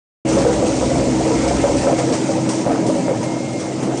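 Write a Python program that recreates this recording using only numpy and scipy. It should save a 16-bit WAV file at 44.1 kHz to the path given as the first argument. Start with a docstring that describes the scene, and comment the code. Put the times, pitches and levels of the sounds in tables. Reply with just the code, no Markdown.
"""In an open yard, a large steel drum full of grinding balls turns on its gear drive, some metres off.
The tumbling charge is shaped noise plus knocks that ring the shell; the gear teeth hum as wavering tones.
Heavy slumps boom in the shell with hollow notes, and balls clash as bursts of hiss and ringing ticks.
A thin whine comes and goes, and a deep noisy rumble mostly dies away halfway.
The sound cuts in after a short silence."""
import sys
import numpy as np
from scipy import signal
from scipy.fft import rfft, irfft
from scipy.io import wavfile
from scipy.ndimage import uniform_filter1d

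SR = 44100
rng = np.random.default_rng(int(sys.argv[2]) if len(sys.argv) > 2 else 0)


def to_wav(sig):
    """Store sig (one row per channel, or 1-D mono) as 16-bit WAV at the path in sys.argv[1].

    Samples outside -1..1 are clipped; the rate is SR.
    """
    pcm = np.clip(np.atleast_2d(sig), -1, 1) * 32767
    pcm = np.round(pcm).astype(np.int16)
    wavfile.write(sys.argv[1], SR, pcm.T)  # frames by channels


N = 176400  # samples: 4 s


def amp(db):
    """Turns decibels into a gain."""
    return 10 ** (np.asarray(db) / 20)


def evened(x):
    """Scales a signal to an average strength (rms) of 1."""
    return x / np.sqrt(np.mean(x ** 2) + 1e-20)


def curve(table, column):
    """Draws straight lines through one column of a time table, giving a value for every sample."""
    rows = np.array(table)
    return np.interp(np.arange(N) / SR, rows[:, 0], rows[:, column])


def wander(top_hz):
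    """Random drift, mostly slower than top_hz, rms 1."""
    spectrum = rfft(rng.standard_normal(N))
    hz = np.fft.rfftfreq(N, 1 / SR)
    return evened(irfft(spectrum / (1 + (hz / top_hz) ** 4), N))


def coloured(x, points, patch_db, size):
    """Gives x a spectrum and drifting patches up to patch_db louder or softer, rms 1."""
    overlap = size * 3 // 4
    hz, _, z = signal.stft(x, SR, nperseg=size, noverlap=overlap)
    # Smooth random values over neighbouring pitches, then over neighbouring moments.
    patches = uniform_filter1d(rng.standard_normal(z.shape), 8, 0)
    patches = evened(uniform_filter1d(patches, 8, 1))
    point_hz, point_db = np.transpose(points)
    shape_db = np.interp(np.log(hz + 1), np.log(point_hz + 1), point_db, left=-90, right=-90)
    gain = amp(shape_db[:, None] + patch_db * np.tanh(patches))
    out = signal.istft(z * gain, SR, nperseg=size, noverlap=overlap)[1]
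    return evened(out[:N])


def impacts(per_s, spread_db):
    """Clicks at random moments, a few of them large, rms 1."""
    size = amp(spread_db * np.minimum(rng.exponential(1, N), 5))
    size = size * rng.choice([-1., 1.], N)
    return evened(size * (rng.random(N) < per_s / SR))


def ring(drive, hz, db, t60):
    """Lets drive strike one shell mode, a tone that fades by 60 dB in t60 seconds."""
    t = np.arange(SR // 3) / SR
    tap = amp(-60 * t / t60) * np.sin(2 * np.pi * hz * t)
    tap = tap / np.linalg.norm(tap)  # steady clicks of rms 1 give rms 1, before db
    return amp(db) * signal.oaconvolve(drive, tap)[:N]


# Loudness of the low roar through time: start_s [s], level_db [dB]
ROAR_LEVEL = [(0.27, -22), (0.39, -15), (0.44, -23), (0.5, -19.5), (0.75, -19), (1.05, -17.5), (1.4, -18),
              (1.7, -17.5), (1.77, -17.5), (1.92, -19.5), (2.14, -16.5), (2.25, -18), (2.7, -20),
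              (2.98, -18), (3.14, -21.5), (3.32, -17.5), (3.4, -23), (3.56, -24.5), (3.7, -23), (3.94, -20),
              (4.0, -19)]
# Spectrum of the tumbling charge: pitch_hz [Hz], relative_level_db [dB per Hz]
ROAR_SPECTRUM = [(24, -57), (40, -32), (75, -33.5), (115, -1), (130, -2), (160, -11), (185, -1.5),
                 (205, -3.5), (240, -4), (283, 0.5), (305, -8), (322, -1), (342, -1), (367, -16),
                 (400, -3.5), (430, -10.5), (542, -5.5), (852, -22.5), (944, -16), (1080, -41),
                 (1300, -25.5), (1690, -52.5), (2860, -120)]
# Ringing modes of the shell: pitch_hz [Hz], relative_level_db [dB], undamped ring_time_s [s to fall 60 dB]
SHELL_MODES = [(217.7, -12, 0.067), (280.9, -3, 0.67), (400, -2, 0.33), (461, -5, 0.31), (500.6, -6, 0.069),
               (548.2, -2, 0.099), (630, -5.5, 0.074), (692.6, -3, 0.15), (781, -8, 0.2),
               (975, -12.5, 0.17), (1150, -18.5, 0.034), (1278, -19, 0.076), (1410, -28, 0.17)]
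TUMBLE_DB, TUMBLE_PATCH_DB = -1.5, 4  # dB
KNOCKS_PER_S, KNOCK_SPREAD_DB, KNOCK_DB = 280, 11, -9.5


def roar():
    """The charge tumbles as dense noise, and its single knocks ring the shell."""
    knocks = sum(ring(impacts(KNOCKS_PER_S, KNOCK_SPREAD_DB), *mode) for mode in SHELL_MODES)
    tumbling = coloured(rng.standard_normal(N), ROAR_SPECTRUM, TUMBLE_PATCH_DB, size=2048)
    mix = amp(TUMBLE_DB) * tumbling + amp(KNOCK_DB) * evened(knocks)
    return amp(curve(ROAR_LEVEL, column=1)) * mix


# Loudness of the gear hum through time, before HUM_DB is added: start_s [s], relative_level_db [dB]
HUM_LEVEL = [(.27, -20.5), (.8, -26.5), (1.1, -23), (1.4, -22.5), (1.55, -28), (1.8, -27.5), (2.2, -24),
             (2.6, -24.5), (2.68, -28), (2.85, -24), (3.13, -31), (3.3, -26.5), (3.5, -32), (4, -27.5)]
# Steady drive tones: pitch_hz [Hz], relative_level_db [dB]
GEAR_TONES = [(130.1, -12), (195.2, -19), (254.6, -13), (320.3, -5), (456, -19)]
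HUM_DB = 6
GEAR_WAVER_DB, GEAR_WAVER_HZ = 2, 8  # most change in level, top speed of that change
SPEED_JITTER = .0008  # rms share of the speed


def gears():
    """The gear teeth hum in tones that share one speed drift but waver in level on their own."""
    t = np.cumsum(1 + SPEED_JITTER * wander(3)) / SR
    hum = np.zeros(N)
    for hz, db in GEAR_TONES:
        level = amp(db + GEAR_WAVER_DB * np.tanh(wander(GEAR_WAVER_HZ)))
        hum += np.sqrt(2) * level * np.sin(2 * np.pi * (hz * t + rng.random()))
    return amp(curve(HUM_LEVEL, column=1) + HUM_DB) * hum


# Heavy slumps of the charge; booms and notes each shift the level:
# start_s [s], relative_level_db [dB], favoured pitch_hz [Hz], length_s [s], hardness [0-1]
SLUMPS = [(0.25, -10, 549, 0.056, 0.07), (0.315, -8.5, 490, 0.015, 0.23), (0.367, -11, 549, 0.069, 0.46),
          (0.448, -7.5, 493.7, 0.065, 0.37), (0.54, -14, 594.5, 0.087, 0.4), (0.625, -13, 501, 0.07, 0.53),
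          (0.702, -18.5, 551, 0.033, 0.2), (0.811, -12.5, 512, 0.031, 0.6), (0.898, -15, 530, 0.022, 0.1),
          (0.984, -16, 468, 0.044, 0.26), (1.067, -11, 507, 0.035, 0.1), (1.206, -15, 740, 0.011, 0.4),
          (1.254, -7.5, 538, 0.032, 0), (1.306, -11, 458, 0.047, 0.46), (1.458, -9.5, 551, 0.069, 0.12),
          (1.639, -5, 556, 0.022, 0.3), (1.681, -12, 571.3, 0.035, 0.2), (1.743, -14, 568, 0.039, 0),
          (1.752, -10.5, 273, 0.035, 0), (1.797, -5.5, 310, 0.0096, 0.02), (1.832, -8.5, 546, 0.03, 0.2),
          (1.87, -10, 576, 0.045, 0.8), (1.925, -3, 549, 0.015, 0.2), (1.982, -13, 487, 0.057, 0.56),
          (2.064, -14.5, 459, 0.051, 0.11), (2.101, -13, 469, 0.027, 0.07), (2.105, -6, 253, 0.034, 0.01),
          (2.291, -8.5, 556, 0.016, 0), (2.663, -7.5, 572, 0.021, 0.44), (2.695, -8, 272, 0.013, 0),
          (2.696, -12.5, 703, 0.03, 0.84), (2.719, -8, 268, 0.012, 0), (2.746, -16, 483, 0.025, 0),
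          (2.824, -13.5, 630, 0.023, 0.2), (2.874, -7, 263, 0.0099, 0.04), (2.886, -12, 583, 0.027, 0.33),
          (2.94, -11.5, 560.4, 0.07, 0), (3.022, -22, 563, 0.026, 0.3), (3.081, -6, 564, 0.027, 0.29),
          (3.11, -4.5, 523, 0.011, 0.03), (3.226, -15.5, 588, 0.026, 0.04), (3.874, -20.5, 468, 0.038, 0.5),
          (3.937, -9.5, 557, 0.013, 0.1)]
BOOM_DB, BOOM_RISE_S, BOOM_HITS_PER_S = -13.5, 0.0011, 900
BOOM_FOCUS = 0.12  # how far from its pitch a slump still rings a mode, in log pitch
BOOM_RING_SHARE = 0.6  # the charge damps the shell, shortening the ring times
BOOM_LEAD_DB, BOOM_LEAD_S = 3, 0.01  # extra strength at the start, and how fast it fades
FIRST_BLOW_DB = 24


def booms():
    """Each slump is a run of blows ringing modes near its pitch; hard ones ring every mode, high ones more."""
    t = np.arange(N) / SR
    first_blows = np.zeros(N)
    shapes = []
    for start, db, _, length, _ in SLUMPS:
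        lead_db = BOOM_LEAD_DB * np.exp(-np.abs(t - start) / BOOM_LEAD_S)
        rise = np.clip((t - start) / BOOM_RISE_S, 0, 1)
        fall = np.clip((start + length - t) / BOOM_RISE_S, 0, 1)
        shapes.append(amp(db + lead_db) * rise * fall)
        first_blows[round((start + BOOM_RISE_S) * SR)] = amp(FIRST_BLOW_DB)
    out = np.zeros(N)
    for hz, db, t60 in SHELL_MODES:
        force = np.zeros(N)
        for shape, (_, _, pitch, _, hardness) in zip(shapes, SLUMPS):
            nearness = np.exp(-(np.log(hz / pitch) / BOOM_FOCUS) ** 2)
            force += shape * (hardness * hz / pitch + nearness)
        blows = first_blows + impacts(BOOM_HITS_PER_S, 3.5)
        out += ring(force * blows, hz, db, t60 * BOOM_RING_SHARE)
    return amp(BOOM_DB) * out


NOTE_DB, NOTE_RISE_S, NOTE_WAVER_DB = -9, .004, 1
NOTE_SAG_DB, NOTE_T60_S = -4, .05  # change over the slump, then time to fall 60 dB


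def notes():
    """Under each slump the shell holds a short hollow note, a plain tone at the slump's pitch."""
    t = np.arange(SR // 4) / SR
    out = np.zeros(N + SR)
    for (start, db, hz, length, _), phase in zip(SLUMPS, rng.random(len(SLUMPS))):
        sag_db = NOTE_SAG_DB * np.minimum(t / length, 1)
        fade_db = -60 * np.maximum(t - length, 0) / NOTE_T60_S
        level = np.minimum(t / NOTE_RISE_S, 1) * amp(db + NOTE_DB + sag_db + fade_db)
        out[round(start * SR):][:len(t)] += level * np.sin(2 * np.pi * (hz * t + phase))
    return np.sqrt(2) * amp(NOTE_WAVER_DB * np.tanh(wander(40))) * out[:N]


# Steady part of the ball noise: start_s [s], middle_level_db [dB], hiss_level_db [dB]
BALL_LEVEL = [(.25, -30, -40.5), (.29, -27, -29.5), (.46, -29.5, -32.5), (.6, -31, -32), (.81, -30, -31),
              (1.19, -31, -32), (1.45, -28, -30), (1.77, -30.5, -32.5), (1.95, -30, -34), (2.1, -33, -32.5),
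              (2.3, -32.5, -33), (2.46, -33, -36), (2.62, -35.5, -34), (2.68, -33, -38.5), (2.74, -30, -40),
              (2.84, -35.5, -36.5), (3.05, -35, -36), (3.12, -34.5, -39), (3.2, -37, -37),
              (3.38, -38.5, -38), (3.69, -36, -37), (3.9, -34.5, -39), (4, -36, -36.5)]
# Spectrum of the middle clatter: pitch_hz [Hz], relative_level_db [dB per Hz]
CLATTER_SPECTRUM = [(410, -31), (700, 1.5), (945, -2.5), (1130, -7.5), (1620, -12.5), (2190, -12),
                    (3040, -23.5), (4200, -38), (5460, -59), (9240, -120)]
# Spectrum of the treble hiss: pitch_hz [Hz], relative_level_db [dB per Hz]
HISS_SPECTRUM = [(1470, -18.5), (2500, -7.5), (3740, -6.5), (6110, 0), (8090, -3), (9040, -7), (10100, -24),
                 (13100, -68), (22000, -120)]
# Showers of balls landing together; the hiss and middle levels are shifted by the settings below:
# start_s [s], relative_hiss_db [dB], relative_middle_db [dB], fade_s [s to fall 60 dB],
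# ring pitch_hz [Hz], ring_level_db [dB]
SHOWERS = [(0.2844, -32, -42, 0.94, 6100, -36), (0.3794, -23.5, -45, 0.28, 5400, -34),
           (0.5224, -27, -35, 0.15, 6000, -34), (0.6594, -24.5, -41, 0.44, 5860, -36),
           (1.475, -23, -58, 0.21, 5300, -28), (1.6094, -24, -42, 0.27, 5940, -40),
           (1.762, -23.5, -48, 1, 5960, -36), (1.9807, -19, -29, 0.19, 6200, -42),
           (2.1201, -20, -49, 0.25, 7400, -44), (2.132, -27, -37.5, 0.5, 5230, -34),
           (2.275, -35, -53, 0.32, 5960, -37), (2.486, -21, -36.5, 0.44, 5760, -28),
           (2.663, -39, -39, 0.36, 6300, -46), (2.7094, -27, -41, 0.42, 6200, -45),
           (2.8605, -26, -49, 0.3, 6300, -36), (2.878, -29, -42, 0.2, 5900, -38),
           (2.9456, -32, -47, 0.21, 6100, -36), (3.08, -39, -40, 0.35, 6300, -46),
           (3.225, -26.5, -37.5, 0.22, 6350, -38), (3.523, -36, -52, 0.13, 6450, -45),
           (3.5947, -25, -40, 0.19, 5640, -37), (3.8213, -26.5, -38, 0.2, 6800, -40),
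           (3.969, -23, -38, 0.16, 6300, -35)]
SHOWER_RISE_S, SHOWER_HISS_DB, SHOWER_MID_DB = 0.0071, -7, 7
BALLS_PER_S, BALL_SPREAD_DB = 2500, 1.5
TICK_SHARE = 0.35  # share of the power in ticks; the rest is smooth noise
MID_PATCH_DB, HISS_PATCH_DB = 5, 2


def balls():
    """Steel strikes steel: fine ticks mixed into noise make clatter and hiss, surging at each shower."""
    t = np.arange(N) / SR
    mid_power = amp(curve(BALL_LEVEL, column=1)) ** 2
    hiss_power = amp(curve(BALL_LEVEL, column=2)) ** 2
    for start, hiss_db, mid_db, fade, _, _ in SHOWERS:
        rise = np.clip((t - start) / SHOWER_RISE_S, 0, 1)
        shape = rise * amp(-60 * np.maximum(t - start, 0) / fade)
        mid_power += (amp(mid_db + SHOWER_MID_DB) * shape) ** 2
        hiss_power += (amp(hiss_db + SHOWER_HISS_DB) * shape) ** 2
    ticks = np.sqrt(TICK_SHARE) * impacts(BALLS_PER_S, BALL_SPREAD_DB)
    drive = ticks + np.sqrt(1 - TICK_SHARE) * rng.standard_normal(N)
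    clatter = np.sqrt(mid_power) * coloured(drive, CLATTER_SPECTRUM, MID_PATCH_DB, size=1024)
    hiss = np.sqrt(hiss_power) * coloured(drive, HISS_SPECTRUM, HISS_PATCH_DB, size=512)
    return clatter + hiss


# Tones in one steel clash: multiple of the ring pitch [ratio], relative_level_db [dB]
STEEL_PARTIALS = [(1.001, 3), (1.43, 2.5)]
STEEL_T60_S, RATTLE_RISE_S = .005, 0.0058
RATTLE_PER_S, RATTLE_SPREAD_DB = 1600, 2.5


def rattles():
    """Each shower is a quick run of ticks, ringing briefly in steel at its own pitch."""
    t = np.arange(SR // 4) / SR
    tap_t = t[:400]
    out = np.zeros(N + SR)
    ticks = impacts(RATTLE_PER_S, RATTLE_SPREAD_DB)
    for start, _, _, fade, hz, ring_db in SHOWERS:
        at = round(start * SR)
        tones = sum(amp(db) * np.sin(2 * np.pi * ratio * hz * tap_t) for ratio, db in STEEL_PARTIALS)
        tap = amp(-60 * tap_t / STEEL_T60_S) * tones
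        level = np.minimum(t / RATTLE_RISE_S, 1) * amp(ring_db - 60 * t / fade)
        run = np.roll(ticks, -at)[:len(t)] * level
        out[at:at + len(t)] += signal.oaconvolve(run, tap / np.linalg.norm(tap))[:len(t)]
    return out[:N]


# Loudness of the thin whine, before its flutter: start_s [s], level_db [dB]
WHINE_LEVEL = [(.27, -58), (.33, -40), (.4, -56), (1.33, -55), (1.37, -41), (1.44, -50), (1.55, -42),
               (1.59, -53), (1.63, -39), (1.69, -52), (1.73, -39), (1.78, -54), (2.2, -49), (2.4, -58),
               (2.5, -58), (2.54, -48), (2.75, -54), (3.02, -60), (3.07, -45), (3.12, -60), (3.225, -60),
               (3.24, -44), (3.58, -45), (3.61, -51), (3.64, -44), (3.69, -45), (3.71, -57), (4, -52)]
WHINE_HZ, WHINE_DRIFT_HZ, WHINE_WAVER_DB = 2131.5, 1.5, 3


def whine():
    """A thin tone with a slight pitch drift flutters and comes and goes in level."""
    turns = np.cumsum(WHINE_HZ + WHINE_DRIFT_HZ * wander(5)) / SR
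    flutter_db = WHINE_WAVER_DB * np.tanh(wander(21))
    return np.sqrt(2) * amp(curve(WHINE_LEVEL, column=1) + flutter_db) * np.sin(2 * np.pi * turns)


# Loudness of the deep rumble, for its noise part: start_s [s], level_db [dB]
RUMBLE_LEVEL = [(.27, -34.5), (.6, -33.5), (.95, -24.5), (1.1, -36), (1.38, -30.5), (1.7, -25), (1.9, -39),
                (1.98, -53), (2.6, -57), (2.68, -46), (2.76, -61), (4, -52)]
# Spectrum of the rumble's noise: pitch_hz [Hz], relative_level_db [dB per Hz]
RUMBLE_SPECTRUM = [(15, -12), (30, -15), (50, -3), (65, 8.5), (90, -6), (150, -49.5)]
DEEP_TONE_HZ, DEEP_TONE_DB = 65, -3.5  # level relative to the noise


def rumble():
    """Lumpy deep noise surrounds one low tone, and both follow the same level."""
    turns = DEEP_TONE_HZ * np.arange(N) / SR + rng.random()
    tone = np.sqrt(2) * amp(DEEP_TONE_DB) * np.sin(2 * np.pi * turns)
    noise = coloured(rng.standard_normal(N), RUMBLE_SPECTRUM, 0.52, size=4096)
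    return amp(curve(RUMBLE_LEVEL, column=1)) * (tone + noise)


def scene():
    """Adds all layers into one mono channel."""
    drum = roar() + gears() + booms() + notes()
    steel = balls() + rattles()
    return (drum + steel + whine() + rumble())[None]


START_S, CUT_IN_S = .249, .004
PEAK_LIMIT = 0.61  # ceiling of the soft rounding, before the filters
LOW_CUT_HZ, TOP_EDGE_HZ = 44, 10050


def record(dry):
    """Cuts in after the silence, rounds peaks softly, drops the deepest bass, then limits the treble."""
    on = np.clip((np.arange(N) / SR - START_S) / CUT_IN_S, 0, 1)
    rounded = PEAK_LIMIT * np.tanh(dry * on / PEAK_LIMIT)
    low_cut = signal.butter(3, LOW_CUT_HZ, "high", fs=SR, output="sos")
    thin = signal.sosfilt(low_cut, rounded)
    top_cut = signal.firwin(511, TOP_EDGE_HZ, window=("kaiser", 9), fs=SR)
    return signal.oaconvolve(thin, top_cut[None], "same")


dry = scene()
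out = record(dry)
to_wav(out)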